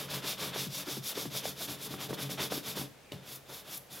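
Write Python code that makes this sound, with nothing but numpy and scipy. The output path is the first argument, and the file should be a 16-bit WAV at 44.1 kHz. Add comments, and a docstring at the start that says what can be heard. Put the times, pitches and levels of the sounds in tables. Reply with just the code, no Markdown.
"""Quick back-and-forth strokes of a bristle brush hiss over a leather boot on a towel in a small room.
Friction is a dense train of tiny bristle impacts: speed sets the rasp and hiss, pressure the drag on
the leather. The strokes set off a low, hollow ringing, and now and then the brush bumps the boot.
After a pause, a faint squeak and one knock of the wooden handle come four slower, lighter strokes."""
import sys
import numpy as np
from scipy import signal
from scipy.fft import rfft, irfft
from scipy.io import wavfile

SR = 44100
rng = np.random.default_rng(int(sys.argv[2]) if len(sys.argv) > 2 else 0)


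def pcm_store(signal):
    """Save signal as 16-bit PCM."""
    levels = np.round(np.clip(np.atleast_2d(signal), -1, 1) * 32767)
    wavfile.write(sys.argv[1], SR, levels.astype(np.int16).T)


N = 176400

# Background noise spectrum: frequency_hz, level_db
ROOM_SPECTRUM = [(30, 6), (135, 1.5), (220, -1.5), (550, 4), (1000, -5.5), (2500, -7), (16000, -21)]
# Reverberation time: frequency_hz, t60_s
ROOM_DECAY = [(100, 0.71), (500, 0.3), (15000, 0.34)]
# Stereo width: frequency_hz, side_to_mid_db
STEREO_WIDTH = [(60, -12), (130, -18), (450, -11), (1100, -18), (5500, -22), (8500, -13.5)]
# Stereo balance: frequency_hz, left_over_right_db
STEREO_BALANCE = [(250, 2.1), (500, -0.5), (4000, 0.1), (8000, 1.3)]

# Glide of the squeak: time_s, pitch_hz
SQUEAK_GLIDE = [(3.03, 2650), (3.125, 2280)]
# Knock of the handle: start_s, level_db
HANDLE_KNOCKS = [(3.12, -37)]
# Modes of the wooden handle: pitch_hz, level_db, t60_s
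HANDLE_MODES = [(310, 5.5, 0.017), (407, -2, 0.064), (562, -10, 0.19), (2040, 0, 0.0086), (3000, 2, 0.016),
                (3650, 2, 0.019), (4480, -3, 0.013)]
# The leather gives and flops back: start_s, level_db, first_pitch_hz
LEATHER_THUMPS = [(0.663, -34.5, 279), (.968, -34.5, 381), (1.252, -34, 353), (2.781, -40.5, 260),
                  (3.131, -39, 133)]
# The brush bumps taut leather: start_s, level_db, pitch_hz
LEATHER_BUMPS = [(.969, -32, 310), (1.176, -34, 310), (1.253, -33, 300), (1.4545, -24, 620),
                 (2.106, -31, 380), (2.129, -29, 350), (2.295, -33, 540), (2.521, -26, 390),
                 (2.576, -31, 290), (2.813, -33, 250)]
# The brush meets the toe cap: start_s, level_db, length_s, pitch_hz
TOE_SLAPS = [(0.236, -40.5, 0.031, 302), (0.558, -37, 0.016, 480), (0.867, -40.5, 0.049, 360),
             (1.166, -39.5, 0.04, 420), (1.346, -43.5, 0.022, 720), (1.606, -43, 0.018, 606),
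             (1.938, -36.5, 0.0065, 386), (2.388, -42, 0.053, 427), (2.517, -36.5, 0.021, 385),
             (2.767, -40, 0.026, 410), (3.485, -49.5, 0.065, 476)]
# Bristles whip off the edge of the boot: peak_s, level_db
EDGE_WHIPS = [(.295, -42), (2.455, -42), (3.361, -44.5), (3.778, -40)]

# Narrow, low ringing set off by the strokes, probably in the room: pitch_hz, bandwidth_hz, level_db
LOW_RESONANCES = [(138.2, 7.4, 0.5), (183.2, 9.6, -3), (287.6, 16.5, -5), (422.5, 24, -3),
                  (568.7, 19, -6.5), (770, 17, -25)]
# Spectra of low boom, leather drag, bristle hiss and bristle rasp: frequency_hz, level_db
BOOM_SPECTRUM = [(60, -38), (79, -5), (97, -33), (120, 1), (140, 2), (160, -9.5), (200, -1.5), (300, -7),
                 (600, -26), (3000, -83)]
DRAG_SPECTRUM = [(50, -32), (200, 6), (400, 5), (600, 6.5), (750, 3), (1100, 5), (1500, 3.5), (2100, 1),
                 (3500, 4.5), (8000, -47)]
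HISS_SPECTRUM = [(1500, -36), (4000, -4.5), (7000, -1), (8700, -6), (9800, -1.5), (11200, 4.5),
                 (12500, -0.5), (13700, 3.5), (14900, -4)]
RASP_SPECTRUM = [(500, -17), (1500, -43), (2200, -2), (2900, -5.5), (3250, 1.5), (3560, 5), (4200, -1),
                 (5200, 1), (6500, -4.5), (8500, -10.5), (16000, -28)]
# Brightest band of the rasp as the brush moves over the boot: time_s, centre_hz
RASP_FOCUS = [(.6, 3950), (.78, 5400), (1.5, 5030), (2.0, 3840), (2.6, 4750)]
# Brush strokes, with crests as shares of the length and levels before each layer's gain:
# start_s, length_s, speed_crest, pressure_crest, rasp_db, hiss_db, drag_db, boom_db
BRUSH_STROKES = [ (-.045, 0.14, 0.24, 0.2, -38.5, -41.5, -41, -50),
                 (0.078, 0.14, 0.43, 0.5, -37.5, -41, -40, -50.5),
                 (0.216, 0.15, 0.45, 0.32, -35, -40, -39.5, -53.5),
                 (0.368, 0.16, 0.41, 0.43, -37.5, -41, -40, -48.5),
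                 (0.52, 0.17, 0.49, 0.2, -35, -39, -39, -53.5),
                 (0.688, 0.16, 0.53, 0.75, -37.5, -39.5, -44.5, -59.5),
                 (0.843, 0.17, 0.44, 0.33, -38.5, -41.5, -45.5, -58.5),
                 (1.011, 0.13, 0.53, 0.81, -38.5, -37.5, -43, -62.5),
                 (1.135, 0.16, 0.41, 0.25, -37.5, -40.5, -44, -53),
                 (1.295, 0.13, 0.55, 0.62, -37, -39.5, -44.5, -53.5),
                 (1.419, 0.13, 0.39, 0.19, -40, -42, -42.5, -52),
                 (1.55, 0.13, 0.58, 0.63, -40, -40, -46.5, -55),
                 (1.671, 0.12, 0.23, 0.17, -40, -41, -42.5, -52),
                 (1.774, 0.11, 0.63, 0.4, -42, -40.5, -50.5, -55.5),
                 (1.854, 0.13, 0.6, 0.57, -45, -46.5, -48, -49.5),
                 (1.975, 0.11, 0.48, 0.36, -40, -42, -42, -52),
                 (2.081, 0.058, 0.38, .5, -44, -46.5, -48, -45),
                 (2.126, 0.043, 0.34, 0.26, -43.5, -45.5, -45, -48.5),
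                 (2.166, 0.13, 0.4, 0.2, -40.5, -41.5, -41, -48.5),
                 (2.289, 0.1, 0.21, 0.21, -40, -42, -44.5, -49),
                 (2.374, 0.12, 0.44, 0.18, -36.5, -40.5, -35.5, -44.5),
                 (2.496, 0.13, 0.31, 0.21, -38, -39.5, -41.5, -47),
                 (2.624, 0.13, 0.49, 0.44, -40, -40.5, -44, -52),
                 (2.747, 0.13, 0.27, .26, -38.5, -39.5, -43.5, -47.5),
                 (3.115, 0.12, 0.11, 0.02, -51.5, -56, -48.5, -53.5),
                 (3.218, 0.18, 0.55, 0.44, -48, -46.5, -51.5, -62),
                 (3.449, 0.19, 0.52, 0.6, -49, -47.5, -52, -63),
                 (3.632, 0.16, 0.64, 0.52, -46.5, -43, -48.5, -62),
                 (3.894, 0.25, 0.17, 0.33, -50.5, -47, -51, -62.5)]


def amp(db):
    """Amplitude ratio of a level in decibels."""
    return 10 ** (np.asarray(db) / 20)


def unit(x):
    """Normalisation to an rms of one."""
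    return x / np.sqrt(np.mean(x ** 2) + 1e-20)


def read(points, hz):
    """Interpolation along a log-frequency axis."""
    f, value = np.transpose(points)
    return np.interp(np.log(hz + 1), np.log(f + 1), value)


def colour(x, spectrum):
    """Filtering by multiplication in the frequency domain."""
    return irfft(rfft(x) * amp(read(spectrum, np.fft.rfftfreq(N, 1 / SR))), N)


def butterworth(x, order, hz, kind="low"):
    """Filtering with a maximally flat passband."""
    return signal.lfilter(*signal.butter(order, hz, kind, fs=SR), x)


def add(mix, start_s, sound):
    """Superposition of a sound on the mix."""
    part = mix[max(round(start_s * SR), 0):][:len(sound)]
    part += sound[:len(part)]


def resonate(x, hz, width_hz):
    """Forced response of one damped resonator."""
    return signal.lfilter(*signal.iirpeak(hz, hz / width_hz, SR), x)


def sweep(x, glide, width_hz):
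    """A moving resonance by heterodyning: shift down, low-pass, shift back."""
    centre_hz = np.interp(np.arange(N) / SR, *np.transpose(glide))
    carrier = np.exp(2j * np.pi * np.cumsum(centre_hz) / SR)
    return (carrier * butterworth(x / carrier, 2, width_hz / 2)).real


def arch(start_s, length_s, crest, power, pointedness=0.71):
    """Amplitude envelope of one stroke, peaking at the share crest of its length."""
    u, crest = (np.arange(N) / SR - start_s) / length_s, np.clip(crest, .05, .95)
    out, on = np.zeros(N), (u > 0) & (u < 1)
    u = u[on]
    travel = u * (1 - crest) / (u * (1 - crest) + crest * (1 - u))
    rounded, pointed = np.sin(np.pi * travel), 1 - abs(2 * travel - 1)
    out[on] = ((1 - pointedness) * rounded + pointedness * pointed) ** power
    return out


def flicks(per_s=36000, spread_db=2.0):
    """Shot noise: dense, tiny clicks of bristle tips, uneven in size."""
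    size = amp(spread_db * np.minimum(rng.exponential(1, N), 4))
    return unit(rng.standard_normal(N) * size * (rng.random(N) < per_s / SR))


def friction(spectrum):
    """Source and filter: bristle clicks shaped by a spectrum."""
    return unit(colour(flicks(), spectrum))


def unsteady(rate_hz, depth_db):
    """Random amplitude modulation: a gain that follows low-passed noise."""
    hz = np.fft.rfftfreq(N, 1 / SR)
    wander = irfft(rfft(rng.standard_normal(N)) / (1 + (hz / rate_hz) ** 4), N)
    return amp(depth_db * unit(wander))


def room_tone(mid_db=-57.5, side_db=-6):
    """A diffuse field: faint room noise, partly correlated between left and right."""
    mid, side = (amp(mid_db) * unit(colour(rng.standard_normal(N), ROOM_SPECTRUM)) for _ in range(2))
    return np.array([mid + amp(side_db) * side, mid - amp(side_db) * side])


def reverberation(x):
    """Absorption in a furnished room gives a short exponential tail, longest in the bass."""
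    hz, t, noise = signal.stft(rng.standard_normal(SR // 2), SR, nperseg=256)
    decay = amp(-60 * t / read(ROOM_DECAY, hz)[:, None])
    tail = signal.istft(noise * decay, SR, nperseg=256)[1]
    tail[:SR // 200] = 0  # the first reflection takes 5 ms
    return signal.fftconvolve(x, tail / np.linalg.norm(tail))[:N]


def spread(x, scatter_s=0.043):
    """Decorrelation: near reflections arrive left and right with different phases."""
    scatter = rfft(rng.standard_normal(N) * np.exp(-np.arange(N) / SR / scatter_s))
    side = colour(irfft(rfft(x) * scatter / abs(scatter), N), STEREO_WIDTH)
    return np.array([colour(x + sign * side, [(hz, sign * db / 2) for hz, db in STEREO_BALANCE])
                     for sign in (1, -1)])


def squeak(level_db=-61):
    """Narrow-band friction noise is heard as a faint, falling pitch."""
    (start, _), (end, _) = SQUEAK_GLIDE
    envelope = arch(start, end - start, crest=0.87, power=.5)
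    return amp(level_db) * envelope * unit(sweep(flicks(), SQUEAK_GLIDE, width_hz=260))


def handle_knocks(crack_db=-1.5, crack_hz=9000, crack_s=.0035, attack_s=0.00026):
    """Impact excitation: a dry crack, then the free decay of the wood's modes."""
    out, t = np.zeros(N), np.arange(SR // 5) / SR
    ring = sum(amp(db - 60 * t / t60) * np.sin(2 * np.pi * hz * t) for hz, db, t60 in HANDLE_MODES)
    for start, db in HANDLE_KNOCKS:
        crack = butterworth(rng.standard_normal(len(t)), 1, crack_hz) * np.exp(-(t / crack_s) ** 2)
        add(out, start, amp(db) * (ring + amp(crack_db) * crack) * (1 - np.exp(-t / attack_s)))
    return out


def leather_thumps(length_s=0.031, attack_s=0.006, sag_s=0.0154, end_hz=113, overtone_db=-10):
    """Elastic recoil: the pitch sags as the leather gives, and a low pulse follows as it springs back."""
    rebound_s, rebound_hz, rebound_db = 0.01985, 136.7, -4.5
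    out, t = np.zeros(N), np.arange(0, length_s, 1 / SR)
    u = t / length_s
    rebound = np.sin(np.pi * u) * np.sin(2 * np.pi * rebound_hz * t)
    for start, db, hz in LEATHER_THUMPS:
        phase = 2 * np.pi * np.cumsum(end_hz + (hz - end_hz) * np.exp(-t / sag_s)) / SR
        dent = np.sin(phase) + amp(overtone_db) * np.sin(1.794 * phase + 2 * np.pi * rng.random())
        add(out, start, amp(db) * dent * (1 - np.exp(-t / attack_s)) * (1 - u ** 2))
        add(out, start + rebound_s, amp(db + rebound_db) * rebound)
    return out


def leather_bumps(rise_cycles=0.77, crunch_db=-11):
    """Heavy damping: struck taut leather swings two or three times, with a crunch of bristles."""
    out, t = np.zeros(N), np.arange(SR // 20) / SR
    for start, db, hz in LEATHER_BUMPS:
        u = t * hz / rise_cycles
        envelope = (u * np.exp(1 - u)) ** 2
        crunch = unit(butterworth(rng.standard_normal(len(t)), 2, [hz, 4 * hz], "band"))
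        add(out, start, amp(db) * envelope * (np.sin(2 * np.pi * hz * t) + amp(crunch_db) * crunch))
    return out


def toe_slaps(relative_bandwidth=0.31, crunch_db=-7, crunch_hz=1600):
    """A noise burst drives a broad resonance: bristles land on the toe cap with a hollow flutter."""
    out = np.zeros(N)
    for start, db, length, hz in TOE_SLAPS:
        u = np.arange(SR // 6) / SR / length
        envelope, noise = u * np.exp(-(u / 0.32) ** 1.12), rng.standard_normal(len(u))
        flutter = unit(resonate(noise, hz, hz * relative_bandwidth) * envelope)
        crunch = unit(butterworth(noise, 2, [hz, crunch_hz], "band") * envelope)
        slap = butterworth(flutter + amp(crunch_db) * crunch, 1, crunch_hz)
        burst_rms = np.sqrt(np.sum(slap ** 2) / (0.54 * length * SR))
        add(out, start, amp(db) * slap / burst_rms)
    return out


def edge_whips(rise_s=.016, fall_s=.005, low_cut_hz=9000):
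    """Sudden release: the hiss sharpens to a point and stops as the bristles spring free."""
    t = np.arange(N) / SR
    envelope = sum(amp(db) * np.exp(-np.maximum((peak - t) / rise_s, (t - peak) / fall_s))
                   for peak, db in EDGE_WHIPS)
    return envelope * unit(butterworth(friction(HISS_SPECTRUM), 2, low_cut_hz, "high"))


def low_ringing(drive, ring_db=2, boom_db=1):
    """Forced vibration: the strokes excite narrow resonances, probably the room's, over a broad boom."""
    force = drive * flicks()
    ring = sum(amp(db + ring_db) * resonate(force, hz, width) * np.sqrt(SR / np.pi / width)
               for hz, width, db in LOW_RESONANCES)  # the root evens out power across bandwidths
    return ring + amp(boom_db) * drive * friction(BOOM_SPECTRUM)


def bristles(rasp, hiss, focus_db=-6.5, sing_db=-57.5):
    """Friction noise with resonance: the bristles rasp, hiss and sing faintly even when slow."""
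    focus = amp(focus_db) * unit(sweep(flicks(), RASP_FOCUS, width_hz=1970))
    rubbing = rasp * unit(friction(RASP_SPECTRUM) + focus) + hiss * friction(HISS_SPECTRUM)
    singing = amp(sing_db) * unit(np.sqrt(rasp) * resonate(flicks(), hz=3550, width_hz=150))
    return (rubbing + singing) * unsteady(rate_hz=33, depth_db=1.17)


def brush_strokes(rasp_gain_db=-2.5, hiss_gain_db=0.1, drag_gain_db=-2.5, hiss_lag_share=0.068):
    """Sliding friction: rasp, hiss and boom follow speed; the drag on the leather follows pressure."""
    rasp, hiss, drag, boom = np.zeros((4, N))
    for start, length, speed_crest, pressure_crest, rasp_db, hiss_db, drag_db, boom_db in BRUSH_STROKES:
        rasp += amp(rasp_db + rasp_gain_db) * arch(start, length, speed_crest, power=1.0)
        hiss += amp(hiss_db + hiss_gain_db) * arch(start, length, speed_crest + hiss_lag_share, 1.21)
        drag += amp(drag_db + drag_gain_db) * arch(start, length, pressure_crest, power=0.53)
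        boom += amp(boom_db) * arch(start, length, speed_crest, power=0.8)
    leather = drag * friction(DRAG_SPECTRUM) * unsteady(rate_hz=60, depth_db=1.0)
    return bristles(rasp, hiss) + leather + low_ringing(boom)


def scene(reverb_db=-11.5):
    """Superposition of close, direct sound, its reverberation and the noise of the room."""
    impacts = toe_slaps() + leather_bumps() + leather_thumps() + handle_knocks()
    direct = brush_strokes() + edge_whips() + squeak() + impacts
    return spread(direct + amp(reverb_db) * reverberation(direct)) + room_tone()


def record(dry, low_cut_hz=58, high_cut_hz=15950):
    """Band limiting: a gentle low cut and a steep high cut."""
    dry = signal.sosfilt(signal.butter(2, low_cut_hz, "high", fs=SR, output="sos"), dry)
    low_pass = signal.firwin(511, high_cut_hz, window=("kaiser", 9), fs=SR)
    return signal.oaconvolve(dry, low_pass[None], "same")


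dry = scene()
out = record(dry)
pcm_store(out)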